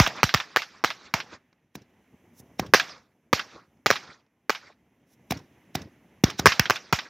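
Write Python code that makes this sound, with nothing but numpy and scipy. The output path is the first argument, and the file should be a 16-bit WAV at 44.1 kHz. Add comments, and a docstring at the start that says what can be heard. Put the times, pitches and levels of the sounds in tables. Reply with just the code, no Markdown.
"""Firework tubes at night in a yard, near a phone: a hum, a hiss and the fizz of fuses lie under everything.
At once stars crack overhead, as damped pressure jumps that come again off the ground; lift charges thump
in their tubes as low damped swings, led by a spit of noise. Stars follow up to 4.5 s, with lone far echoes.
Lifts gather from 5.1 s, the strongest thumps at 6.2 s, and a last volley of stars cracks until 7 s.
After each star the yard scatters coloured noise, a house wall slaps back and far houses answer in a smear."""
import sys
import numpy as np
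from scipy import signal
from scipy.fft import rfft, irfft, next_fast_len
from scipy.io import wavfile
from scipy.ndimage import uniform_filter1d

SR = 44100
rng = np.random.default_rng(int(sys.argv[2]) if len(sys.argv) > 2 else 0)


def master(y):
    """Save y as 16-bit WAV."""
    cut = np.clip(np.atleast_2d(y).T, -1, 1)
    pcm = np.round(cut * 32767)  # scale
    wavfile.write(sys.argv[1], SR, pcm.astype(np.int16))


N = 312669  # samples in the scene
SPAN = 19200  # samples given to one event and its echoes

# Stars bursting: start_s, crack_db, blast_ms, ground_delay_ms, ground_db (over the crack), boom_db,
# echo_db, wall_delay_ms, far_delay_ms, far_spread_ms
STAR_BURSTS = [(.0007, 3, 0.19, 1.92, -11, -4, -23, 63.7, 185, 40),
               (.2318, 2, 0.16, 7.2, -4, -11, -30.5, 60.6, 180, 56),
               (0.341, -0.5, 0.13, 5.1, 1, -12.5, -31.5, 60.5, 185, 52),
               (.562, -1, .17, 7.86, -3, -31.5, -34, 58.3, 200, 42),
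               (0.8399, -7, 0.31, 6.2, 3, -26, -32.5, 64, 213, 40),
               (1.1395, -2.5, 0.11, 2.14, -6.5, -18, -33.5, 63, 205, 16),
               (2.7373, 5, 0.26, 7.36, -4, -24, -23.5, 61, 159, 53),
               (3.3301, -5.5, 0.46, 3.3, 3.5, -16, -30, 64.8, 210, 52),
               (3.861, -3, 0.24, 4.96, 2, -24, -32, 65, 175, 40),
               (3.904, -2, 0.25, 7.2, 1, -21.5, -32.5, 53.5, 204, 46),
               (4.496, -5.5, 0.22, 7.1, -1, -45.5, -37, 53.9, 178, 33),
               (6.4583, 7, 0.26, 7.1, -4, -10, -27, 62, 150, 58),
               (6.4711, 4.5, 0.17, 5.4, -33, -19, -28, 50, 180, 58),
               (6.5951, -3.5, 0.031, 1.27, 7.5, -11, -32, 61.3, 165, 32),
               (6.699, -1, 0.19, 7.8, -1, -23.5, -33, 60.3, 190, 52),
               (6.9266, -2, 0.23, 4.65, -3, -12.5, -31, 62.3, 125, 37)]
# Lift charges: start_s, puff_db, tube_db, gas_db, gas_treble_db, gas_lead_ms, wall_delay_ms, slap_db
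LIFT_CHARGES = [(0.074, -16, -29.5, -27, -42, 3.5, 89, -55),
                (1.754, -27.5, -28.5, -39.5, -44, 2.9, 64, -70),
                (2.399, -62.5, -38.5, -61, -51.5, 19.5, 66, -88),
                (2.5959, -10.5, -14.5, -27, -61, 3.2, 67, -45),
                (5.135, -66, -62.5, -71.5, -66.5, 38, 64, -87.5),
                (5.3082, -14.5, -15.5, -24, -32.5, 2.5, 63, -68),
                (5.3213, -14, -29, -32.5, -38, 1.2, 67, -59),
                (5.7525, -16, -16.5, -24.5, -33.5, 2.6, 64, -49),
                (6.238, -6.5, 0.5, -11.5, -39.5, .4, 61.5, -24.5),
                (6.3943, -16.5, -14, -22.5, -39, 5.2, 64, -52)]
# Lone echoes from far off: start_s, level_db
LONE_ECHOES = [(1.528, -52.5), (2.979, -46), (3.771, -64.5), (4.264, -61)]
# Background levels through the night: time_s, hum_db, hiss_db
NIGHT_LEVELS = [(0, -68, -63), (1.3, -68, -71.5), (1.7, -73.5, -81), (1.9, -65, -72.5), (2.2, -61.5, -72),
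                (2.6, -57.5, -71), (2.8, -63, -82), (3.3, -69.5, -80), (3.6, -64, -77), (4.3, -72, -81.5),
                (5.1, -66.5, -76), (5.3, -60, -71), (5.6, -60, -68.5), (6.2, -61, -69.5), (6.4, -63, -75),
                (7.09, -72, -89)]

# Relative noise spectra: frequency_hz, density_db (per Hz)
HUM_SPECTRUM = [(30, -40), (60, -9), (130, -5), (250, -3), (500, -14), (900, -18.5), (1500, -32),
                (3000, -65)]
HISS_SPECTRUM = [(300, -20), (800, -2.5), (1300, -5.5), (2000, 2), (3000, -5), (4500, -20), (6200, -18),
                 (9000, -36.5)]
# Burning fuses, also the treble of the gas
FIZZ_SPECTRUM = [(3000, -31), (6000, 4.5), (8500, -8), (11000, 1), (14000, -3), (16500, -5.5)]
# Sound scattered about the yard
YARD_SPECTRUM = [(60, -42), (120, -12), (400, -14), (800, -1.5), (1200, -2.5), (1700, -0.5), (2300, -3),
                 (3200, -8.5), (4000, -9.5), (5700, -8.5), (7000, -19), (8800, -37.5), (14000, -23),
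                 (16400, -51.5)]
# Low answer of the yard to a tube
RUMBLE_SPECTRUM = [(40, -35), (90, 0), (150, -0.5), (350, -6), (800, -18.5), (2500, -32.5), (5000, -56)]
# Answer of the far houses
HOUSES_SPECTRUM = [(40, -40.5), (80, -7.5), (350, -2.5), (700, -7.5), (1200, -3), (1800, -7.5),
                   (2450, -11.5), (2950, -20), (3500, -13.5), (5700, -16.5), (7200, -28.5), (9000, -47),
                   (13000, -56.5)]
# Slap off the house wall
WALL_SPECTRUM = [(180, -43.5), (300, -16), (1570, 1), (3630, -5), (4590, -11.5), (5340, -9.5),
                 (8110, -42.5), (12700, -50.5), (15100, -51), (16400, -86.5)]
# Spit of gas at the muzzle
GAS_SPECTRUM = [(880, -55.5), (1500, -4.5), (2380, -11), (3370, -6.5), (3800, -1.5), (4510, -13.5),
                (5450, 1), (8550, -24), (14400, -24), (16400, -23)]

# Colour of a star's blast as the phone hears it: frequency_hz, gain_db
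BLAST_COLOUR = [(30, -42.5), (90, -21.5), (200, 1), (500, 5.5), (1200, 2), (1700, 4.5), (2800, -6),
                (5600, 0), (7500, -11.5), (9500, -25), (14000, -5.5), (16000, 0.5)]
# Colour of a lift puff as the phone hears it: frequency_hz, gain_db
PUFF_COLOUR = [(60, -6), (300, -10.5), (750, 9), (1300, -17.5), (2500, -1.5), (3300, -11), (5600, -32),
               (8500, -40), (14000, -2)]
# Decay of the scattered sound by 60 dB: frequency_hz, decay_s
YARD_DECAY = [(150, .6), (1000, .24), (5000, .27), (9000, .25), (14000, .21)]
# Mean copies of a blast off hand and body: delay_ms, level_db
NEARBY_COPIES = [(0.749, -3), (1.7, -7), (2.502, -7.5), (3.298, -19.5)]
# Left minus right level: frequency_hz, difference_db
STEREO_LEAN = [(300, 0), (1300, -1), (2400, -1.8), (4400, -3.2), (7000, -3.5), (13000, 0)]

FIZZ_DB = -18.5  # over the hum
COPY_SCATTER_DB = 3  # standard deviation of the nearby copies
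WALL_FRONT = 1.3  # gain of the slap's sharp front
PUFF_MS, TUBE_HZ = 0.33, 503
LIFT_YARD_DB, GAS_ECHO_DB = -22.5, -20  # both over the gas
RUMBLE_DB, RUMBLE_TOP_DB, RUMBLE_S = -20.5, -36.5, 0.088  # over the tube, its ceiling, fading time
GAS_FALL_S, GAS_FALL_OVER_LEAD = 0.0021, 0.18  # a slow leak also dies slowly
BOOM_HZ = 263  # starting pitch
WALL_DB, FAR_DB = 12, -15.5  # over the echo strength
WALL_GROUND_DB = -6  # the wall also returns the ground copy
FAR_SPREAD_MS, FAR_FOCUS_DB = 40, 16  # usual spread; an answer bunched into a tenth of it gains 16 dB
TILT_DB, TILT_DB_PER_MS = 0.53, 0.2682  # per octave; a higher star (later ground copy) echoes brighter
AIR_HZ, AIR_DB, AIR_DB_PER_DB = 9800, -2.5, 0.01  # every star loses nearly the same treble above AIR_HZ
TOP_HZ = 15900  # upper band limit


def amp(db):
    """Level law: twenty decibels are a tenfold amplitude."""
    return 10 ** (np.asarray(db) / 20)


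def unit(x):
    """Normalisation: scale to an rms of 1."""
    return x / np.sqrt(np.mean(x ** 2) + 1e-20)


def along(points, hz):
    """Interpolation of a table's values on a logarithmic frequency axis."""
    f, v = np.transpose(points)
    return np.interp(np.log(hz + 1), np.log(f + 1), v)


def filtered(x, response):
    """Linear filtering: the spectrum is multiplied by a response of frequency."""
    size = next_fast_len(x.shape[-1] + 4096)
    spectrum = rfft(x, size) * response(np.fft.rfftfreq(size, 1 / SR))
    return irfft(spectrum, size)[..., :x.shape[-1]]


def noise(spectrum, size):
    """Coloured noise: white noise shaped by a spectrum, at an rms of 1."""
    white = rng.standard_normal(size)
    return unit(filtered(white, lambda hz: amp(along(spectrum, hz))))


def causal(spectrum):
    """Minimum phase: the folded cepstrum gives an impulse response of the wanted colour."""
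    gain = amp(along(spectrum, np.fft.rfftfreq(4096, 1 / SR)))
    cepstrum = irfft(np.log(gain + 1e-6))
    cepstrum[1:2048] *= 2
    cepstrum[2049:] = 0
    return irfft(np.exp(rfft(cepstrum)))[:1024]


def late(x, ms):
    """Propagation delay: the signal arrives later, cut to its own length."""
    return np.pad(x, (round(abs(ms) * SR / 1000), 0))[:len(x)]


def add(track, s, x):
    """Superposition: mix a sound into the track from time s."""
    track[round(s * SR):][:len(x)] += x


def patchy(x, depth_db):
    """Random modulation: blotches of gain, smoothed over time and frequency."""
    z = signal.stft(x, nperseg=256)[2]
    field = uniform_filter1d(rng.standard_normal(z.shape), size=6, axis=0)
    field = uniform_filter1d(field, size=8, axis=1)
    return unit(signal.istft(z * amp(depth_db * unit(field)), nperseg=256)[1][:len(x)])


def night():
    """Stationary coloured noise under slow level curves; opposed noise widens hiss and fizz."""
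    s, *levels = np.transpose(NIGHT_LEVELS)
    hum_db, hiss_db = (np.interp(np.arange(N) / SR, s, db) for db in levels)
    sides = [[1], [-1]]  # opposite signs left and right
    hum = patchy(noise(HUM_SPECTRUM, N), depth_db=2.0)
    hiss = patchy(noise(HISS_SPECTRUM, N), depth_db=1.0) + .12 * noise(HISS_SPECTRUM, N) * sides
    fizz = patchy(noise(FIZZ_SPECTRUM, N), depth_db=1.4) + .4 * noise(FIZZ_SPECTRUM, N) * sides
    return amp(hum_db) * (hum + amp(FIZZ_DB) * fizz) + amp(hiss_db) * hiss


def scatter(t):
    """Diffuse reverberation: sound strewn about the yard, each band with its own decay time."""
    diffuse = patchy(noise(YARD_SPECTRUM, len(t)), depth_db=3.0)
    hz, frames, z = signal.stft(diffuse, SR, nperseg=256)
    decay = amp(-60 * frames / along(YARD_DECAY, hz)[:, None])
    tail = signal.istft(z * decay, SR, nperseg=256)[1][:len(t)]
    return amp(6.5) * tail * (1 - np.exp(-t / 0.00069))


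def blast(ms, colour, copies_db, t):
    """Blast wave: a pressure jump, then suction, of peak 1 before grit and nearby copies join it."""
    rest, t = len(t) - 2048, t[:2048]
    u = t * 1000 / abs(ms)
    jump = signal.fftconvolve((1 - u) * np.exp(-u), causal(colour))[:len(t)]
    jump = jump / np.abs(jump).max()
    grit = 0.32 * amp(-60 * t / 0.012) * noise(YARD_SPECTRUM, len(t))
    copies = 0
    for lag_ms, db in NEARBY_COPIES:
        gain = amp(db + rng.normal(0, COPY_SCATTER_DB))
        copies = copies + gain * late(jump, lag_ms + rng.normal(0, 0.12))
    return np.pad(jump + amp(copies_db) * (grit + copies), (0, rest))


def thump(hz, cycles, t60, t):
    """Damped low thump, negative swing first; the phone's low filter makes each swing longer than the last."""
    turns = cycles * np.log(1 + hz * t / cycles)
    swing = -np.sin(2 * np.pi * turns) * amp(-60 * t / t60) * (1 - np.exp(-t / 0.00042))
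    return late(swing, 0.97)


def slap(t):
    """Reflection off a rough wall: a sharp front, then a short diffuse wake."""
    rest, t = len(t) - 6400, t[:6400]
    decay = amp(-60 * t / 0.0049) + amp(-7 - 60 * t / .07)  # steep, then shallow
    wake = decay * (1 - np.exp(-(t / 0.0021) ** 2))
    wake = wake * patchy(noise(WALL_SPECTRUM, len(t)), depth_db=2.5)
    return np.pad(WALL_FRONT * blast(.11, WALL_SPECTRUM, -2, t) + wake, (0, rest))


def far_houses(far_ms, spread_ms, t):
    """Overlapping distant reflections: noise that swells, ends quickly and lingers with dulled treble."""
    after = (t * 1000 - far_ms) / spread_ms
    front = amp(np.where(after < 0, 3 * after, -8 * np.abs(after) ** 1.4))
    linger = amp(-13.5 - 4.3 * np.abs(after))  # the farthest roofs fade last
    answer = patchy(noise(HOUSES_SPECTRUM, SPAN), depth_db=3.8)
    # air takes the treble off long paths
    dulled = filtered(answer, lambda hz: 1 / (1 + (hz / 3500) ** 2))
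    edges = (1 - np.exp(-t / .08)) * (1 - (t / t[-1]) ** 8)
    return (front * answer + linger * dulled) * edges


def lone_echoes():
    """Isolated reflections: short decaying bursts of noise in the colour of the far houses."""
    out, t = np.zeros(N + SPAN), np.arange(SPAN) / SR
    for s, db in LONE_ECHOES:
        envelope = amp(db - 1.0 - 60 * t / 0.022) * (1 - np.exp(-t / 0.00034))
        add(out, s, envelope * noise(HOUSES_SPECTRUM, SPAN))
    return out[:N]


def lifts():
    """Jet noise and resonance: gas leaks past the star, a puff rings the tube, the wall returns them."""
    out, t = np.zeros(N + SPAN), np.arange(SPAN) / SR
    lead = 68  # ms kept ahead of the puff for the leaking gas
    for s, puff_db, tube_db, gas_db, treble_db, gas_ms, wall_ms, slap_db in LIFT_CHARGES:
        puff = amp(puff_db) * blast(PUFF_MS, PUFF_COLOUR, -1.5, t)
        puff = puff + amp(tube_db) * thump(TUBE_HZ, 0.91, 0.033, t)

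        rumble = np.exp(-(t / RUMBLE_S) ** 2) * (1 - np.exp(-t / 0.009))
        rumble = rumble * patchy(noise(RUMBLE_SPECTRUM, SPAN), depth_db=4.5)
        rumble_db = min(tube_db + RUMBLE_DB, RUMBLE_TOP_DB)
        yard = amp(gas_db + LIFT_YARD_DB) * scatter(t) + amp(rumble_db) * rumble
        yard = yard + amp(slap_db) * late(slap(t), wall_ms)

        # the gas grows exponentially to a height 3 ms after the puff's start, then falls
        after = t - (lead + 3) / 1000
        rise = after * 1000 / abs(gas_ms)
        fall_s = GAS_FALL_S + GAS_FALL_OVER_LEAD * abs(gas_ms) / 1000
        spit = amp(gas_db) * noise(GAS_SPECTRUM, SPAN) + amp(treble_db) * noise(FIZZ_SPECTRUM, SPAN)
        gas = np.exp(np.minimum(rise, -after / fall_s)) * spit
        back = np.exp(np.minimum(rise, -after / 0.005)) * noise(GAS_SPECTRUM, SPAN)
        gas_echo = amp(gas_db + GAS_ECHO_DB) * late(back, wall_ms)
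        add(out, s - .0002 - lead / 1000, gas + late(puff + yard, lead) + gas_echo)
    return out[:N]


def bursts():
    """Direct and reflected blast waves: crack, ground copy and boom, then yard, wall and far houses."""
    out, t = np.zeros(N + SPAN), np.arange(SPAN) / SR
    for (s, db, ms, ground_ms, ground_db, boom_db, echo_db,
         wall_ms, far_ms, spread_ms) in STAR_BURSTS:
        crack = amp(db) * blast(ms, BLAST_COLOUR, -0.12, t)
        ring_s = 0.027 + .07 * min(amp(boom_db), 1)  # a stronger boom rings longer
        ground = amp(db + ground_db) * blast(ms, BLAST_COLOUR, 1.7, t)
        ground = ground + amp(boom_db) * thump(BOOM_HZ, 1.3, ring_s, t)

        wall = slap(t) + amp(WALL_GROUND_DB + min(ground_db, 0)) * late(slap(t), ground_ms)
        far_db = FAR_DB + FAR_FOCUS_DB * np.log10(FAR_SPREAD_MS / spread_ms)
        far = amp(far_db) * far_houses(far_ms, spread_ms, t)
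        echoes = amp(echo_db) * (scatter(t) + amp(WALL_DB) * late(wall, wall_ms) + far)
        tilt_db = TILT_DB + TILT_DB_PER_MS * ground_ms
        echoes = filtered(echoes, lambda hz: amp(tilt_db * np.log2(np.clip(hz, 300, 8000) / 2000)))

        heard = crack + late(ground, ground_ms) + echoes
        top = amp(AIR_DB + AIR_DB_PER_DB * db)  # gain left in the far treble
        heard = filtered(heard, lambda hz: top + (1 - top) / (1 + 1j * hz / AIR_HZ) ** 2)
        add(out, max(s - .0002, 0), heard)
    return out[:N]


def scene():
    """Superposition of the night, the lone echoes, the lifts and the stars."""
    return night() + lone_echoes() + lifts() + bursts()


def record(dry):
    """Transducer response: a stereo lean, lost deep bass, flattened peaks and an upper band limit."""
    leaning = filtered(dry, lambda hz: amp(along(STEREO_LEAN, hz) * [[.5], [-.5]]))
    thin = signal.sosfilt(signal.butter(2, 50, "high", fs=SR, output="sos"), leaning)
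    flat = thin / (1 + np.abs(thin / .98) ** 6) ** (1 / 6)
    return filtered(flat, lambda hz: 1 / (1 + (hz / TOP_HZ) ** 80))


dry = scene()
out = record(dry)
master(out)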